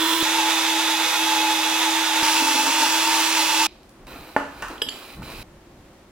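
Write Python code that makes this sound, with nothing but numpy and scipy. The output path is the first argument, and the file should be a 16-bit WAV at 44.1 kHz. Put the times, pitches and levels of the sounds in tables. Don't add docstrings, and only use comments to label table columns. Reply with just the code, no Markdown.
import sys
import numpy as np
from scipy import signal
from scipy.fft import rfft, irfft, next_fast_len
from scipy.io import wavfile
from scipy.ndimage import uniform_filter1d

SR = 44100
rng = np.random.default_rng(int(sys.argv[2]) if len(sys.argv) > 2 else 0)


def file_out(sig):
    cols = np.atleast_2d(sig).T
    lim = np.clip(cols, -1, 1)
    pcm = np.round(lim * 32767).astype(np.int16)
    wavfile.write(sys.argv[1], SR, pcm)


def ratio(d):
    e = np.asarray(d, float) / 20
    return 10 ** e


N = 269444
T = np.arange(N) / SR

SPELL_EDGES = [
    0,
    .229,
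    2.229,
    3.671,
]
# [f/Hz, density/dB per Hz]
RATTLE_COLOUR = [
    [(35, -90), (60, -64), (279, -29), (329, 10.5), (378, -33), (466, -17.5), (725, -18), (959, -16),
     (1050, -12.5), (2440, -18), (3450, -13.5), (4570, -27), (15700, -29)],
    [(35, -67), (60, -52), (136, -44), (279, -33), (321, -11), (361, -26.5), (709, -9), (874, -10),
     (1050, -14.5), (2610, -13), (3070, -16.5), (3450, -8.5), (4260, -18), (6180, -16.5), (15700, -26)],
    [(35, -74), (60, -53), (149, -46), (232, -30), (321, -3), (378, -28), (588, -13), (725, -12),
     (874, -11), (1050, -12.5), (2380, -14), (2610, -10.5), (3070, -14.5), (6790, -16), (15700, -24.5)],
]
# [f/Hz, level/dB]
MESH_LINES = [
    [(979.8, -34.5), (3429, -31.5), (4059, -38), (4893, -50), (5259, -44), (9868, -53), (13819, -63),
     (14147, -60)],
    [(969.0, -38), (1292, -57), (1620, -52), (1943, -55), (2568, -54), (2912, -42), (3402, -38.5),
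     (3725, -39.5), (4538, -67), (5259, -52), (6153, -44.5), (6912, -43.5), (10686, -46), (11596, -41),
     (14578, -49)],
    [(963.6, -37), (2541, -40), (2885, -42), (3386, -36), (3639, -41.5), (4506, -65.5), (5157, -61.5),
     (5507, -41), (5776, -44), (6121, -51), (6767, -45), (8355, -63), (8753, -60), (10632, -40),
     (11929, -58)],
]
# [rattle level/dB, fan hiss over rattle/dB, extra left minus right/dB]
RATTLE_MIX = [
    (-26.5, 5.5, -2.3),
    (-25.5, -1.5, -1),
    (-25, 0, 0.4),
]
# [t/s, rotor f/Hz, rotor level/dB]
ROTOR_COURSE = [
    [(0, 322.8, -30), (.146, 326.4, -28.5), (.222, 328, -25.5)],
    [(.24, 317, -34.5), (.35, 324.7, -30.5), (1.03, 322.4, -33), (1.12, 317, -46), (1.22, 322.2, -30.5),
     (1.67, 320.3, -34), (2.0, 325.3, -30), (2.09, 322, -35.5), (2.22, 320.6, -31)],
    [(2.24, 315.7, -35), (2.406, 323.2, -32.5), (2.55, 319.6, -37.5), (3.1, 323.2, -32),
     (3.48, 319.4, -36.5), (3.66, 322, -32)],
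]
# [t/s, whine f/Hz, whine level/dB]
GEAR_COURSE = [(0, 905, -31), (.225, 915, -51), (.235, 862, -32.5), (.34, 902, -24.5), (.5, 864, -30),
               (.9, 883, -28.5), (1.08, 848.3, -32), (1.28, 885, -27.5), (1.42, 859.5, -27.5),
               (1.55, 879.7, -28), (2.03, 885, -30), (2.45, 890, -25), (2.58, 870, -24.5), (2.74, 899, -26),
               (2.88, 872, -27.5), (3.1, 908, -29.5), (3.47, 860.5, -29.5), (3.58, 883, -24.5)]
# [start t/s, length/s, level/dB]
CHATTER_BURSTS = [
    (2.423, 0.09, -33),
    (2.55, 0.15, -36),
    (2.75, .14, -40.5),
]
# [f/Hz, density/dB per Hz]
HUSH_COLOUR = [(12, -48), (20, -31), (49, -8), (149, -16.5), (186, -10), (268, -10), (364, -4.5),
               (442, -18.5), (537, -9.5), (584, -13), (15700, -44)]
# [f/Hz, left minus right/dB]
STEREO_LEAN = [(60, 0.0), (110, 0.0), (200, 0.0), (380, 0.0), (700, -0.5), (1290, -1.0), (2380, -2.0),
               (4400, -4.5), (8120, -4.5), (15000, -3.5)]
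# [start t/s, end t/s, wood level at start/dB, wood level at end/dB, tube level/dB]
SLIDE_STROKES = [
    (3.95, 4.06, -54, -58, -78),
    (4.068, 4.356, -42, -49.5, -47),
    (4.48, 4.628, -56, -41.5, -56.5),
    (4.701, 4.812, -36, -53, -47.5),
    (4.906, 5.153, -43, -48, -44),
    (5.166, 5.229, -46, -42, -74),
    (5.227, 5.43, -42.5, -41.5, -44),
]
# [f/Hz, width/Hz, level/dB]
TUBE_MODES = [(2460, 300, 2.5), (3050, 100, -2.5), (3965, 290, 0.5), (4580, 130, -7), (5060, 430, -9.5)]
# [start t/s, end t/s, f/Hz, level/dB]
FINGER_SQUEAK = (4.075, 4.245, 13800, -56)
# [t/s, level/dB, half length/s]
AIR_PUFFS = [
    (4.077, -56, 0.065),
    (4.203, -54, 0.035),
    (4.656, -54, 0.094),
    (5.199, -38.5, 0.038),
    (5.28, -49, .06),
    (5.377, -47, .04),
    (5.5, -60, 0.13),
    (5.82, -62, 0.18),
]
# [t/s, level/dB]
NAIL_TICKS = [
    (3.832, -46),
    (3.893, -43.5),
    (4.0685, -44),
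    (4.684, -32.5),
]
# [t/s, peak level/dB, contact/ms, drag over peak/dB, drag/s]
TABLE_BLOWS = [
    (4.3640, 1.5, 0.31, -29, 0.07),
    (4.6227, -26, 0.35, 0.5, 0.052),
    (4.8194, -25.5, 0.67, -13, 0.016),
    (4.864, -27, 2.7, -22, 0.027),
    (4.876, -29.5, 2.2, -23, 0.033),
    (5.2205, -32, .4, -5.5, 0.0085),
]
# [f/Hz, level/dB, t60/s]
TABLE_MODES = [(281, 5.5, 0.23), (442, 14.5, 0.01), (600, 1, 0.07), (670, 4, 0.032), (857, 12, 0.032),
               (1060, -6, 0.014), (1434, 2.5, .04), (1730, 3.5, 0.044), (2070, -5, 0.017),
               (2700, -19, 0.026), (4000, -18, .01)]
# [f/Hz, density/dB per Hz]
DRAG_COLOUR = [(290, -19), (500, -17), (628, -23), (976, -7.5), (1280, -6), (1850, -14), (2200, -23),
               (2840, -18), (3230, -27.5), (7470, -34), (15000, -49)]
# [t/s, peak level/dB, brightness/dB, lifted 0-1]
LID_CLINKS = [(4.781, -29, -4, 0.1), (4.8175, -18, 1, 0), (4.8193, -6.5, -4, 0.1),
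              (4.8217, -11.5, 10, 0.07), (4.859, -35, 7, 0.1), (4.866, -30, 5, 0.1), (4.879, -34, 3, 0.2),
              (4.8868, -21, 5, 0.8), (4.8885, -13, 4, 0.9), (4.893, -17.5, 8, 0.93), (4.905, -28, 6, 1),
              (4.924, -39, 4, 1)]
# [f/Hz, level/dB, t60/s]
LID_MODES = [(444, -11.5, 0.035), (1720, -14, 0.028), (3040, -15, 0.11), (3110, 3.5, 0.013),
             (3270, -4.5, 0.039), (3450, -3, 0.0097), (4900, -16, 0.11), (5130, -8.5, 0.02),
             (7870, -32, 0.17), (7720, -13.5, 0.013), (10200, -28.5, 0.066), (11600, -23, 0.018),
             (13800, -29, 0.027)]
FLAT = [(1, 0), (2, 0)]

LAST_CHANGE_S = 5.430
STOP_S = 0.0053
CHUCK_HZ = 9.2
SWAY_RATE_HZ, SWAY_PITCH, SWAY_DB = 14, 0.00799, -0.64
CHATTER_REST_DB, CHATTER_EDGE_DB_PER_S = -61.5, 600
BASS_T60_S, TREBLE_T60_S, LEFT_LAG_S = 0.47, 0.55, .00004
RING_OUT_DB, RING_OUT_T60_S = -45, .33
TUBE_FOLLOWS, SKIN_DB = 0.65, -6
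SQUEAK_RATE_HZ, SQUEAK_SWING_HZ, SQUEAK_SWING_DB = 10.4, 230, 4
LIFT_DROP, RIM_HZ = 0.083, 4000


def unit(x):
    return x / np.sqrt(np.mean(x ** 2))


def shape(x, points, lo_hz=0, hi_hz=1e6):
    length = x.shape[-1]
    size = next_fast_len(length, True)
    f = np.arange(size // 2 + 1) * SR / size + 1e-3
    hz, db = np.transpose(points)
    curve = ratio(np.interp(np.log(f), np.log(np.maximum(hz, 1)), db))
    edges = 1 / np.sqrt((1 + (lo_hz / f) ** 8) * (1 + (f / hi_hz) ** 8))
    return irfft(rfft(x, size) * curve * edges, size)[..., :length]


def band(lo_hz, hi_hz, x=None):
    source = rng.standard_normal(N) if x is None else x
    return unit(shape(source, FLAT, lo_hz, hi_hz))


def walk(rate_hz, size=N):
    k = int(SR / rate_hz)
    return unit(uniform_filter1d(uniform_filter1d(rng.standard_normal(size), k), k))


def columns(rows):
    s, *rest = np.transpose(rows)
    return [np.interp(T, s, column) for column in rest]


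def tone(hz):
    return np.sqrt(2) * np.sin(2 * np.pi * (np.cumsum(hz) / SR + rng.random()))


def grit(rate_hz, spread_db):
    hits = rng.random(N) < rate_hz / SR
    force = rng.standard_normal(N)
    return hits * force * ratio(spread_db * np.minimum(rng.exponential(size=N), 3))


def ring(modes, gains_db, rise_s=1e-5):
    t = T[:SR // 2]
    sound = np.zeros(len(t))
    for (hz, db, t60), gain_db in zip(modes, gains_db):
        sound += ratio(db + gain_db) * np.sin(2 * np.pi * hz * t) * 1000. ** (-t / t60)
    return sound * (1 - np.exp(-t / rise_s))


def add(track, s, sound, db):
    i = int(s * SR)
    track[i:i + len(sound)] += ratio(db) * sound / np.abs(sound).max()


def space(x, room_db):
    t = T[:int(.6 * SR)]
    noise = rng.standard_normal((2, len(t))) * (t > .003)
    bass = shape(noise, FLAT, hi_hz=2200)
    treble = noise - bass
    mid, side = bass * 1000. ** (-t / BASS_T60_S) + treble * 1000. 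** (-t / TREBLE_T60_S)
    side = shape(side, [(250, -15.5), (1000, -5.0), (4000, 0.5), (12000, -7.0)])
    tails = np.array([mid + side, mid - side]) / np.sqrt(2 * np.sum(mid ** 2))
    left = np.interp(T[:len(x)] - LEFT_LAG_S, T[:len(x)], x)
    room = signal.fftconvolve(x[None], tails, axes=1)[:, :len(x)]
    both = np.array([left, x]) + ratio(room_db) * room
    both /= np.sqrt(1 + ratio(2 * room_db))
    leans = [[(hz, sign * db / 2) for hz, db in STEREO_LEAN] for sign in (1, -1)]
    return np.array([shape(port, lean) for port, lean in zip(both, leans)])


def tooth_rattle(span, chuck, colour, rattle_db, fan_db):
    n = len(chuck)
    teeth = unit(grit(3000, 1.25)[span]) + 1.18 * rng.standard_normal(n)
    teeth = shape(teeth * ratio(0.18 * chuck + 0.98 * np.tanh(walk(25, n))), colour)
    teeth /= np.std(shape(teeth, FLAT, 1260, 3890))
    body_eq = [(200, -1.0), (270, -9), (323, -9.5), (400, 2.0), (750, -6.5), (870, 4), (1050, 1.5)]
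    low = shape(teeth, body_eq, hi_hz=3850)
    fan = shape(teeth, FLAT, lo_hz=4540)
    return ratio(rattle_db - 1) * (low + ratio(fan_db) * fan)


def gear_whine(chuck, whine_hz, whine_db):
    n = len(chuck)
    pitch = whine_hz * (1 + 0.0107 * walk(73.3, n) + 0.011 * chuck)
    whine = ratio(whine_db + 1.1 * chuck + 5.2 * np.tanh(walk(52, n)) - 1) * tone(pitch)
    third_db = whine_db - 6.5 + 3.0 * chuck + 3.5 * np.tanh(walk(84, n))
    third = ratio(third_db) * tone(3 * pitch)
    return whine, shape(third, [(2300, -14), (2520, 8.0), (2680, -3.5), (2850, -14)])


def mesh_tones(rotor_hz, lead, mesh):
    n = len(rotor_hz)
    speed = uniform_filter1d(rotor_hz, size=SR // 4) / np.mean(rotor_hz[lead:])
    lines = np.zeros(n)
    for hz, db in mesh:
        level = ratio(db + 1.0 + 1.3 * walk(25, n))
        lines += level * tone(hz * speed * (1 + 0.001926 * walk(52.4, n)))
    return lines


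def rotor_hum(rotor_hz, rotor_db):
    n = len(rotor_hz)
    rotor_hz = rotor_hz * (1 + 0.00303 * walk(11.9, n))
    second = ratio(-19.5 + 2.7 * walk(14, n)) * tone(2 * rotor_hz)
    fourth = ratio(-16.5 + 3 * walk(15, n)) * tone(4 * rotor_hz)
    return ratio(rotor_db + 0.87 * walk(27, n)) * (tone(rotor_hz) + second + fourth)


def base_chatter(span, n):
    inside = []
    for start, length, db in CHATTER_BURSTS:
        outside_s = np.minimum(np.minimum(T[span] - start, start + length - T[span]), 0)
        inside.append(outside_s * CHATTER_EDGE_DB_PER_S + db)
    buzz_db = np.maximum(np.max(inside, axis=0), CHATTER_REST_DB)
    buzz = tone(272 * (1 + 0.0288 * walk(78, n)))
    buzz = buzz + 0.11 * band(120, 350.0)[span] + 0.66 * band(480, 658)[span]
    return ratio(buzz_db - 1.5 + 6.5 * np.tanh(walk(52, n))) * buzz


def drill(start, end, rotor_rows, mix, colour, mesh):
    first, last = int(start * SR), int(end * SR)
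    lead = min(first, SR // 4)
    span, n = slice(first - lead, last), last - first + lead
    rattle_db, fan_db, lean_db = mix
    rotor_hz, rotor_db = (curve[span] for curve in columns(rotor_rows))
    whine_hz, whine_db = (curve[span] for curve in columns(GEAR_COURSE))
    load = 1.403 * np.tanh(walk(SWAY_RATE_HZ, n))
    whine_hz = whine_hz * (1 - SWAY_PITCH * load)
    chuck = tone(CHUCK_HZ * (1 + 0.0592 * walk(3.9, n)))
    rattle = tooth_rattle(span, chuck, colour, rattle_db + SWAY_DB * load, fan_db - SWAY_DB * load)
    whine, third = gear_whine(chuck, whine_hz, whine_db)
    lines = mesh_tones(rotor_hz, lead, mesh)
    low_end = rotor_hum(rotor_hz, rotor_db) + base_chatter(span, n)
    airborne = space(rattle + third, room_db=-2) + space(whine + lines, room_db=-10.0)
    out = np.zeros((2, N))
    out[:, first:last] = airborne[:, lead:]
    out *= ratio(lean_db / 2 * np.array([[1], [-1]]))
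    out[:, first:last] += low_end[lead:]
    return out


def hush():
    mid, side = shape(rng.standard_normal((2, N)), HUSH_COLOUR)
    side = shape(side, [(60, -25.5), (500, -11.5), (2000, -3.5), (8000, 2)])
    return ratio(-51 + .5 * walk(6)) * np.array([mid + side, mid - side]) / np.std(mid)


def change_thumps():
    width_s = .0007
    return ratio(-25) * sum(np.exp(-((T - s) / width_s) ** 2) for s in SPELL_EDGES[1:-1])


def finger_squeak():
    start, end, hz, db = FINGER_SQUEAK
    swing = -np.cos(2 * np.pi * SQUEAK_RATE_HZ * (T - start + .013))
    pitch = (hz + SQUEAK_SWING_HZ * swing) * (1 + 0.001 * walk(80))
    return ((T > start) & (T < end)) * ratio(db + SQUEAK_SWING_DB * swing) * tone(pitch)


def slides():
    rough = unit(grit(2500, 0.77)) + 0.98 * rng.standard_normal(N)
    f = np.geomspace(1500, 7000, num=60)
    tube_power = sum(ratio(2 * db) / (1 + (2 * (f - hz) / width) ** 2) for hz, width, db in TUBE_MODES)
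    tube = np.transpose([f, 10 * np.log10(tube_power)])
    wood = unit(shape(rough, [(200, -4), (275, 13.5), (350, 5.5), (1800, 3)], 200, 1460))
    steel = band(1900, 6200, shape(rough, tube) + .07 * rough)
    skin = 1.4 * band(9000, 17000, rough)
    out = ratio(RING_OUT_DB - 60 * np.abs(T - SPELL_EDGES[-1]) / RING_OUT_T60_S) * steel
    slip_db = 1.9 * walk(28)
    for start, end, from_wood_db, to_wood_db, tube_db in SLIDE_STROKES:
        fade_db = np.interp(T, [start, end], [0, to_wood_db - from_wood_db])
        metal = ratio(tube_db + TUBE_FOLLOWS * fade_db) * (steel + ratio(SKIN_DB) * skin)
        stroke = ratio(from_wood_db + fade_db + slip_db) * wood + metal
        out += ((T > start) & (T < end)) * stroke
    return out + finger_squeak()


def air():
    swell = ratio(-61) + sum(ratio(db) * np.exp(-((T - s) / half_s) ** 2) for s, db, half_s in AIR_PUFFS)
    rumble = band(57, 230) + 0.97 * band(26, 56)
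    return (T > SPELL_EDGES[-1]) * swell * ratio(1.8 * walk(25)) * rumble


def knocks():
    out = np.zeros(N)
    drag = unit(shape(unit(grit(4000, 2.1)) + rng.standard_normal(N), DRAG_COLOUR))
    tick = band(2500, 13000)
    for s, db in NAIL_TICKS:
        out += (T > s) * ratio(db) * np.exp(-np.maximum(T - s, 0) / 0.0023) * tick
    scatters = rng.standard_normal((len(TABLE_BLOWS), len(TABLE_MODES)))
    for (s, db, ms, drag_db, drag_s), scatter in zip(TABLE_BLOWS, scatters):
        push = np.exp(-(np.arange(-60, 61) / (ms * SR / 2000)) ** 2)
        sound = -np.gradient(np.convolve(push, ring(TABLE_MODES, 2 * scatter)))[40:]
        add(out, s, sound, db)
        after = np.maximum(T - s, 0)
        out += (T > s) * ratio(db + drag_db) * np.exp(-after / drag_s) * drag
        out += (T > s) * ratio(db + drag_db - 6.5) * np.exp(-after / 0.0043) * tick
    return out


def clinks():
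    out = np.zeros(N)
    hz, gain_db, t60 = np.transpose(LID_MODES)
    scatters = rng.standard_normal((len(LID_CLINKS), len(LID_MODES)))
    for (s, db, bright_db, lifted), scatter in zip(LID_CLINKS, scatters):
        pitch = hz * (1 + 0.0038 * scatter[0]) * (1 - LIFT_DROP * lifted * (hz > RIM_HZ))
        tilt_db = bright_db * np.abs(np.log2(hz / 3000)) * np.where(hz > 2500, 1, -.6)
        sound = ring(zip(pitch, gain_db, t60), tilt_db + 2.0 * scatter, rise_s=0.0003)
        add(out, s - .0004, sound, db)
    return out * ratio(1.9 * np.tanh(walk(150)))


def scene():
    spells = zip(SPELL_EDGES, SPELL_EDGES[1:], ROTOR_COURSE, RATTLE_MIX, RATTLE_COLOUR, MESH_LINES)
    out = sum(drill(*spell) for spell in spells)
    out = out * np.clip((SPELL_EDGES[-1] - T) / STOP_S, 0, 1) + hush()
    span = slice(int(SPELL_EDGES[-1] * SR), int(LAST_CHANGE_S * SR))
    out[:, span] += space((slides() + knocks())[span], room_db=-2.5)
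    out[:, span] += space(clinks()[span], room_db=-7.5)
    return out + air() + change_thumps()


def roll_off(x):
    return signal.sosfilt(signal.butter(12, 16120, fs=SR, output="sos"), x)


def record(dry):
    top = signal.ellip(10, .1, 70, 15900, fs=SR, output="sos")
    return roll_off(signal.sosfiltfilt(top, dry))


dry = scene()
out = record(dry)
file_out(out)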